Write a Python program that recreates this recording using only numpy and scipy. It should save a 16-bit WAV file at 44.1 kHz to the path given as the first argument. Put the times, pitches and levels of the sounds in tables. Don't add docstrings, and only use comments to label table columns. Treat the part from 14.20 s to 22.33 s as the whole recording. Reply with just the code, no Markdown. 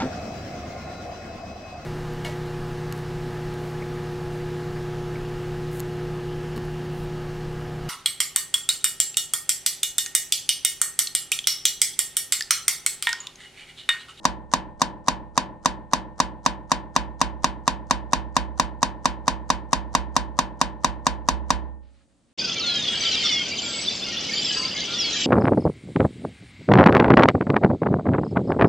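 import sys
import numpy as np
from scipy import signal
from scipy.fft import rfft, irfft
from scipy.io import wavfile

SR = 44100
rng = np.random.default_rng(int(sys.argv[2]) if len(sys.argv) > 2 else 0)


def decibels_to_gain(level_db):
    exponent = np.asarray(level_db, float) / 20
    return 10 ** exponent


def transcribe(signal):
    frames = np.atleast_2d(signal).T
    limited = np.clip(frames, -1, 1)
    pcm = np.round(limited * 32767).astype(np.int16)
    wavfile.write(sys.argv[1], SR, pcm)


N = 358533
RESPONSE_N = SR

# t/s, sharpness/dB, sway/dB
FINDING_BLOWS = [(0.0519, -18, -30.5), (0.3359, -18.5, -33.5), (0.6163, -17, -36), (0.8823, -18.5, -30.5),
                 (1.1759, -18.5, -37), (1.457, -17.5, -32), (1.7332, -18, -32.5), (2.0003, -18, -30),
                 (2.2609, -19, -30.5), (2.5162, -18.5, -30.5), (2.7621, -20, -25.5)]
# t/s, sharpness/dB, sway/dB
STEADY_BLOWS = [(3.0136, -19.5, -24.5), (3.2426, -19.5, -28), (3.477, -19, -27), (3.7086, -19, -25),
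                (3.9318, -19.5, -23.5), (4.1652, -19.5, -22.5), (4.3968, -18.5, -25.5), (4.6284, -18, -28),
                (4.8551, -19, -26.5), (5.079, -18.5, -25), (5.3013, -19, -26), (5.53, -18.5, -23.5),
                (5.7494, -19, -22.4), (5.964, -17.5, -24), (6.1885, -18.5, -29), (6.413, -18.5, -27.5),
                (6.6445, -18.5, -24.5), (6.8663, -18.5, -23.5), (7.086, -18, -19), (7.3036, -19, -20.5)]
BLOW_S, SHARP_DB, SWAY_DB = np.transpose(FINDING_BLOWS + STEADY_BLOWS)
LAST_BLOW_S = BLOW_S[-1]
CONTACT_S = 0.0007
BLOW_DB = -13
LANDING_DB, LANDING_SCATTER_DB = -8, 2

# f/Hz, level/dB, t60/s, left minus right/dB
PRESSED_MODES = [(1066.5, 1, 0.035, 3), (1636, -9, 0.08, 7), (3720, -11.5, 0.1, -2),
                 (4870, -20.5, 0.14, -3), (5000, -21, 0.02, 6), (5610, -19.5, 0.053, -4),
                 (6700, -20.5, 0.024, -3.5), (7985, -19, 0.048, -3.5)]
# f/Hz, density/dB per Hz
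CRACK_SPECTRUM = [(150, -34), (600, -27), (1500, -16.5), (3000, -19.5), (6000, -7.5), (8500, -22),
                  (11000, -30.5), (14000, -36.5), (16500, -46)]
# f/Hz, level/dB, t60/s, left minus right/dB
CLANK_MODES = [(781, -11, 0.063, 1), (982, -8, 0.042, -7), (970, -13.5, 0.056, -12), (1054, -8, 0.072, 2),
               (1170, -18, 0.017, 5.5), (1580, -21.5, 0.024, -2), (1848, -5.5, 0.024, 0.5),
               (2335, -9.5, 0.025, -2), (2727, -9, 0.037, 4), (2530, -18, 0.09, 2.5), (3040, -23, 0.023, 4),
               (3680, -16.5, 0.092, 3), (4033, -17.5, .04, 0.5), (4200, -19.5, 0.076, 4),
               (4800, -20, 0.11, 8), (5150, -24.5, 0.059, 6), (5000, -15, 0.017, 4),
               (6340, -20.5, 0.082, 2), (6380, -19.5, 0.034, 4), (6600, -22.5, 0.01, 3),
               (6800, -21, 0.055, 1.5), (10170, -28.5, .04, -4.5)]
PLATE_HZ = [127, 176, 192, 233, 289, 318, 377, 428, 465, 213, 550, 592, 345, 728, 749, 842, 875, 922, 969,
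            995, 1020, 1077, 1167, 1397, 1725, 1814, 1572, 810, 767]
# level/dB, t60/s, left minus right/dB
PLATE_RINGS = [(-10.5, 0.93, -1), (-8.5, 0.5, -3), (-0.5, 0.63, -1), (-5.5, 0.4, 5), (-9, 0.75, 1),
               (-2.5, .8, 1.5), (-11, 0.6, 11), (-11, .9, -0.5), (-9.5, 0.6, -1.5), (-5, 0.84, 10.5),
               (-15.5, 0.56, 0.5), (-9.5, 0.9, -3.5), (-6, 0.2, -0.5), (-9.5, .5, 1.5), (-4, 0.38, 0.5),
               (-10.5, 0.92, 14), (-3.5, .6, 16.5), (-4, 0.55, 2.5), (0.5, 0.51, 1), (5.5, 0.4, 2.5),
               (-7.5, 0.46, -6.5), (-5.5, 0.55, 4.5), (-5.5, .22, -2), (-13.5, 0.42, -0.5), (-2.5, 0.33, 3),
               (-15.5, 0.95, 5.5), (-4, 0.077, 2), (-13, 0.55, -0.5), (-12.5, 0.5, 1.5)]
# f/Hz, density/dB per Hz
DENSE_SPECTRUM = [(60, -33.5), (100, -0.5), (230, -7.5), (330, -4.5), (410, -15), (520, -4), (820, -8.5),
                  (980, 3), (1250, -12.5), (1650, -7.5), (2800, -8.5), (4800, -7), (10000, -21.5),
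                  (11400, -59.5)]
# f/Hz, t60/s
DENSE_T60 = [(100, 0.83), (350, 0.8), (1000, 0.45), (2400, 0.26), (5000, 0.14), (10000, 0.14), (13000, .06)]
# f/Hz, level/dB, t60/s, left minus right/dB
THUD_MODES = [(251.9, 3.5, 0.073, 1), (227.7, -3.5, 0.091, -3), (174.8, -11, 0.21, 1),
              (620, -8, 0.084, 4.5), (1539, -12.5, 0.15, -2), (1684, -4.5, .08, 3)]
# f/Hz, level/dB, t60/s, left minus right/dB
COVER_MODES = [(3040, 0, 0.17, -1), (3187, -4, .13, 6), (3221, -4, .13, 3), (2527, -3, 0.12, 7),
               (3372, -6, .12, 1), (2702, -5, .12, 3)]
# f/Hz, density/dB per Hz
YARD_SPECTRUM = [(300, -29.5), (1200, -4), (2000, -4), (4500, -3), (6500, -15), (10000, -40)]

# f/Hz, density/dB per Hz
ROCK_SPECTRUM = [(15, -10), (30, -0.5), (45, -6.5), (90, -5.5), (130, -39), (300, -96)]
# f/Hz, density/dB per Hz
HISS_SPECTRUM = [(1500, -24), (4000, -8.5), (6000, -5.5), (8000, -2.5), (9700, -3.5), (10500, -30.5),
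                 (16000, -63)]
# f/Hz, density/dB per Hz
RUMBLE_SPECTRUM = [(20, -6.5), (40, -7.5), (100, -0.5), (280, 1.5), (400, -13), (550, -8.5), (900, -16),
                   (2000, -29), (4000, -80.5)]
# f/Hz, density/dB per Hz
FORERUN_SPECTRUM = [(300, -2.5), (1000, 13), (2500, -15.5), (3700, -8), (6200, -0.5), (8500, -8.5),
                    (11000, -20), (14000, -64)]
FORERUN_DB, FORERUN_DB_PER_S = -40.5, -0.7

# f/Hz, level/dB, t60/s, left minus right/dB
SWAY_MODES = [
    (65.33, -5, 0.99, -8.5),
    (54, -6.5, 0.27, -12.5),
]
SWAY_DB_PER_S, FIRM_SWAY_DB_PER_S_PER_DB = -10.5, 2.1

QUIET_S = 6.9
RUMBLE_DB, RUMBLE_DB_PER_S = -49.5, -37
# f/Hz, density/dB per Hz
SHAKE_SPECTRUM = [(35, -35), (55, -7.5), (64, -4.5), (75, -11.5), (110, -38.5), (300, -91)]
SHAKE_DB, SHAKE_DB_PER_S = -40, -170
HISS_DB, HISS_RISE_DB_PER_S, HISS_FULL_S = -76.5, 169.5, 7.72
# t/s, level/dB, f/Hz, t60/s
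TICKS = [
    (7.65, -68, 2200, .04),
    (7.806, -63, 1310, .07),
    (7.806, -63, 1670, .06),
    (7.86, -80, 4600, .2),
    (7.55, -69, 548, 3),
]
# t/s, length/s, level/dB
STROKES = [
    (7.594, 0.11, -71.5),
    (7.71, .12, -70.5),
    (7.86, 0.213, -77),
    (8.06, .07, -75),
]
STROKE_ATTACK_S, STROKE_RELEASE_S = 0.041, 0.03
# f/Hz, density/dB per Hz
RUSTLE_SPECTRUM = [(600, -15), (1200, 1.5), (2800, 0.5), (4600, -2), (6000, -15), (9000, -45)]
# t/s, level/dB
NUDGES = [
    (7.69, -52),
    (7.79, -56),
    (7.845, -53),
    (8.055, -61),
    (8.095, -63),
]
NUDGE_T60_S = 0.14

# f/Hz, correlation
LIKENESS = [(250, 0.84), (500, 0.51), (900, 0.64), (2500, 0.57), (6000, 0.72), (10000, 0.13)]
IN_STEP_HZ = 500


def unit(x):
    return x / np.sqrt(np.mean(x ** 2) + 1e-20)


def along(points, hz):
    f, v = np.transpose(points)
    return np.interp(np.log(hz + 1), np.log(f + 1), v)


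def above(x, hz):
    return signal.sosfilt(signal.butter(4, hz, "high", fs=SR, output="sos"), x)


def noise(spectrum, size):
    hz = np.fft.rfftfreq(size, 1 / SR)
    turn = np.arccos(np.clip(along(LIKENESS, hz), -1, 1)) / 2
    bins = rfft(rng.standard_normal((2, size))) * decibels_to_gain(along(spectrum, hz))
    mid, side = irfft(bins * [np.cos(turn), np.sin(turn)], size)
    return unit(np.array([mid + side, mid - side]))


def ring(modes, rise_s, lag_s, phase_sd):
    t = np.maximum(np.arange(RESPONSE_N) / SR - np.array([[0], [lag_s]]), 0)
    out = np.zeros((2, RESPONSE_N))
    for hz, db, t60_s, pan_db in modes:
        phase = phase_sd * rng.normal(0, 1, (2, 1))
        phase += (phase.mean() - phase) * np.clip(1 - hz / IN_STEP_HZ, 0, 1)
        level_db = db + pan_db * np.array([[0.5], [-0.5]]) - 60 * t / t60_s
        out += decibels_to_gain(level_db) * np.sin(2 * np.pi * hz * t + phase)
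    return out * (1 - np.exp(-t / rise_s))


def starts():
    return np.round((BLOW_S + CONTACT_S) * SR).astype(int)


def train(gains):
    out = np.zeros(N)
    out[starts()] = gains
    return out[None]


def pressed(hold_s, fall_s):
    t = np.arange(RESPONSE_N) / SR
    tones = ring(PRESSED_MODES, rise_s=0.00007, lag_s=0.00006, phase_sd=0.59)
    return tones * np.exp(-np.maximum(t - hold_s, 0) / fall_s)


def crack():
    t = np.arange(RESPONSE_N // 10) / SR
    return noise(CRACK_SPECTRUM, size=len(t)) * decibels_to_gain(-60 * t / 0.025) * (1 - np.exp(-t / 0.00017))


def wash(spectrum, slower=1):
    hz, t, z = signal.stft(noise(spectrum, size=RESPONSE_N), SR, nperseg=256)
    z = z * decibels_to_gain(-60 * t / slower / along(DENSE_T60, hz)[:, None])
    tail = signal.istft(z, SR, nperseg=256)[1][:, :RESPONSE_N]
    return tail * (1 - np.exp(-np.arange(RESPONSE_N) / SR / 0.0017))


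def struck_steel():
    plates = np.column_stack([PLATE_HZ, PLATE_RINGS])
    steel = decibels_to_gain(4.5) * pressed(hold_s=0.0044, fall_s=0.00066)
    steel += decibels_to_gain(3) * ring(CLANK_MODES, rise_s=0.00075, lag_s=0.00006, phase_sd=0.054)
    steel += decibels_to_gain(-22) * ring(plates, rise_s=0.001, lag_s=0.0001, phase_sd=0.62)
    steel += decibels_to_gain(-13) * wash(DENSE_SPECTRUM)
    steel += decibels_to_gain(-2.5) * ring(THUD_MODES, rise_s=0.003, lag_s=0.0001, phase_sd=0.9)
    steel += decibels_to_gain(-13) * ring(COVER_MODES, rise_s=0.04, lag_s=0.0001, phase_sd=0.71)
    steel[:, :RESPONSE_N // 10] += decibels_to_gain(-2.5) * crack()
    return above(steel, hz=122)


def landing():
    half = RESPONSE_N // 2
    own = decibels_to_gain(-22) * wash(DENSE_SPECTRUM)[:, :half]
    own += decibels_to_gain(-43.5) * wash(YARD_SPECTRUM, slower=3.0)[:, :half]
    own[:, :RESPONSE_N // 10] += decibels_to_gain(rng.normal(LANDING_DB, LANDING_SCATTER_DB)) * crack()
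    return decibels_to_gain(BLOW_DB) * above(own, hz=125)


def hammer():
    steel = struck_steel()
    high = above(steel, hz=2346)
    out = signal.fftconvolve(train(decibels_to_gain(BLOW_DB)), steel - high, axes=1)[:, :N]
    out += signal.fftconvolve(train(decibels_to_gain(SHARP_DB + 7.5)), high, axes=1)[:, :N]
    first = starts()[0]
    out[:, :first] += decibels_to_gain(-11) * steel[:, RESPONSE_N // 4:][:, :first]
    for at in starts():
        out[:, at:at + RESPONSE_N // 2] += landing()
    return out


def rocking():
    on = np.clip((LAST_BLOW_S + 0.5 - np.arange(N) / SR) / 0.3, 0, 1)
    return decibels_to_gain(-53.5) * on * noise(ROCK_SPECTRUM, size=N)[0] * [[-0.4], [1.4]]


def air():
    return decibels_to_gain(-84.5) * noise(HISS_SPECTRUM, size=N) + decibels_to_gain(-65.5) * noise(RUMBLE_SPECTRUM, size=N)


def forerun():
    marks = np.zeros(N)
    # lead/s, level/dB, scatter/dB
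    for lead_s, db, scatter_db in [(0.0118, 7, 2), (0.0228, -5.5, 4.1), (0.032, -23.5, 5.5), (0.043, -26, 4)]:
        chance_db = scatter_db * rng.normal(0, 1, len(BLOW_S))
        gains = decibels_to_gain(FORERUN_DB + FORERUN_DB_PER_S * BLOW_S + db + chance_db)
        marks += np.roll(train(gains)[0], -round(lead_s * SR))
    bursts = signal.fftconvolve(marks, np.hanning(RESPONSE_N // 110) ** 0.4)[:N]
    return np.abs(bursts) * noise(FORERUN_SPECTRUM, size=N)


def step():
    swing = ring(SWAY_MODES[:1], rise_s=0.021, lag_s=0.0056, phase_sd=0)
    swing -= ring(SWAY_MODES[1:], rise_s=0.018, lag_s=0.0055, phase_sd=0)
    t = np.arange(RESPONSE_N) / SR
    out = np.zeros((2, N + RESPONSE_N))
    for at, stop, db in zip(starts(), np.append(starts()[1:], N), SWAY_DB):
        jolt = np.exp(-np.maximum(t - (stop - at) / SR, 0) / 0.012)
        loss_db_per_s = SWAY_DB_PER_S + FIRM_SWAY_DB_PER_S_PER_DB * (db - SWAY_DB.mean())
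        out[:, at:at + RESPONSE_N] += decibels_to_gain(db + 4 + loss_db_per_s * (t - 0.1551)) * swing * jolt
    return out[:, :N]


def leaning(after_s, fall_s):
    return np.exp(-np.maximum(np.arange(N) / SR - LAST_BLOW_S - after_s, 0) / fall_s)


def settling(since):
    return decibels_to_gain(RUMBLE_DB + RUMBLE_DB_PER_S * since) * noise(RUMBLE_SPECTRUM, size=N)


def jogged_step(now, since):
    jogs = np.zeros(N)
    for s, db in NUDGES:
        jogs += decibels_to_gain(db - 60 * np.maximum(now - s, 0) / NUDGE_T60_S) * np.clip((now - s) / 0.014, 0, 1)
    shake = decibels_to_gain(SHAKE_DB + SHAKE_DB_PER_S * since) * noise(SHAKE_SPECTRUM, size=N)[0]
    return (shake + jogs * np.sin(2 * np.pi * SWAY_MODES[0][0] * now)) * [[-0.4], [1.5]]


def rising_hiss(now):
    below_db = HISS_RISE_DB_PER_S * np.clip(HISS_FULL_S - now, 0, 1)
    return decibels_to_gain(HISS_DB - below_db) * noise(HISS_SPECTRUM, size=N)


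def ticks(now):
    out = np.zeros(N)
    for s, db, hz, t60_s in TICKS:
        t = np.maximum(now - s, 0)
        out += decibels_to_gain(db - 60 * t / t60_s) * np.sin(2 * np.pi * hz * t) * (1 - np.exp(-t / 0.0029))
    return out


def glove(now):
    rub = np.zeros(N)
    for s, length_s, db in STROKES:
        attack = np.clip((now - s) / STROKE_ATTACK_S, 0, 1) ** 2
        rub += decibels_to_gain(db) * attack * np.exp(-np.maximum(now - s - length_s, 0) / STROKE_RELEASE_S)
    return rub * noise(RUSTLE_SPECTRUM, size=N)


def aftermath():
    now = np.arange(N) / SR
    since = np.maximum(now - QUIET_S, 0)
    out = settling(since) + jogged_step(now, since) + rising_hiss(now) + glove(now)
    return out * np.clip(since / 0.12, 0, 1) + ticks(now)


def scene():
    return (hammer() + step()) * leaning(after_s=0.23, fall_s=0.33) + rocking() + aftermath() + air()


def ducking(delay_s, fall_s, depth_db, release_s):
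    t = np.maximum(np.arange(RESPONSE_N) / SR - delay_s, 0)
    dip = (1 - np.exp(-t / fall_s)) * np.exp(-t / release_s)
    return decibels_to_gain(-depth_db * signal.fftconvolve(train(1)[0], dip)[:N])


def band_limit(x):
    return signal.sosfilt(signal.butter(12, 16800, fs=SR, output="sos"), x)


def record(dry):
    x = dry * ducking(delay_s=0.0036, fall_s=0.003, depth_db=3.5, release_s=0.12)
    x = x / (1 + np.abs(x / 0.76) ** 4) ** (1 / 4)
    x = above(x, hz=18)
    x = signal.sosfilt(signal.butter(8, 16300, fs=SR, output="sos"), x)
    return band_limit(x + forerun())


dry = scene()
out = record(dry)
transcribe(out)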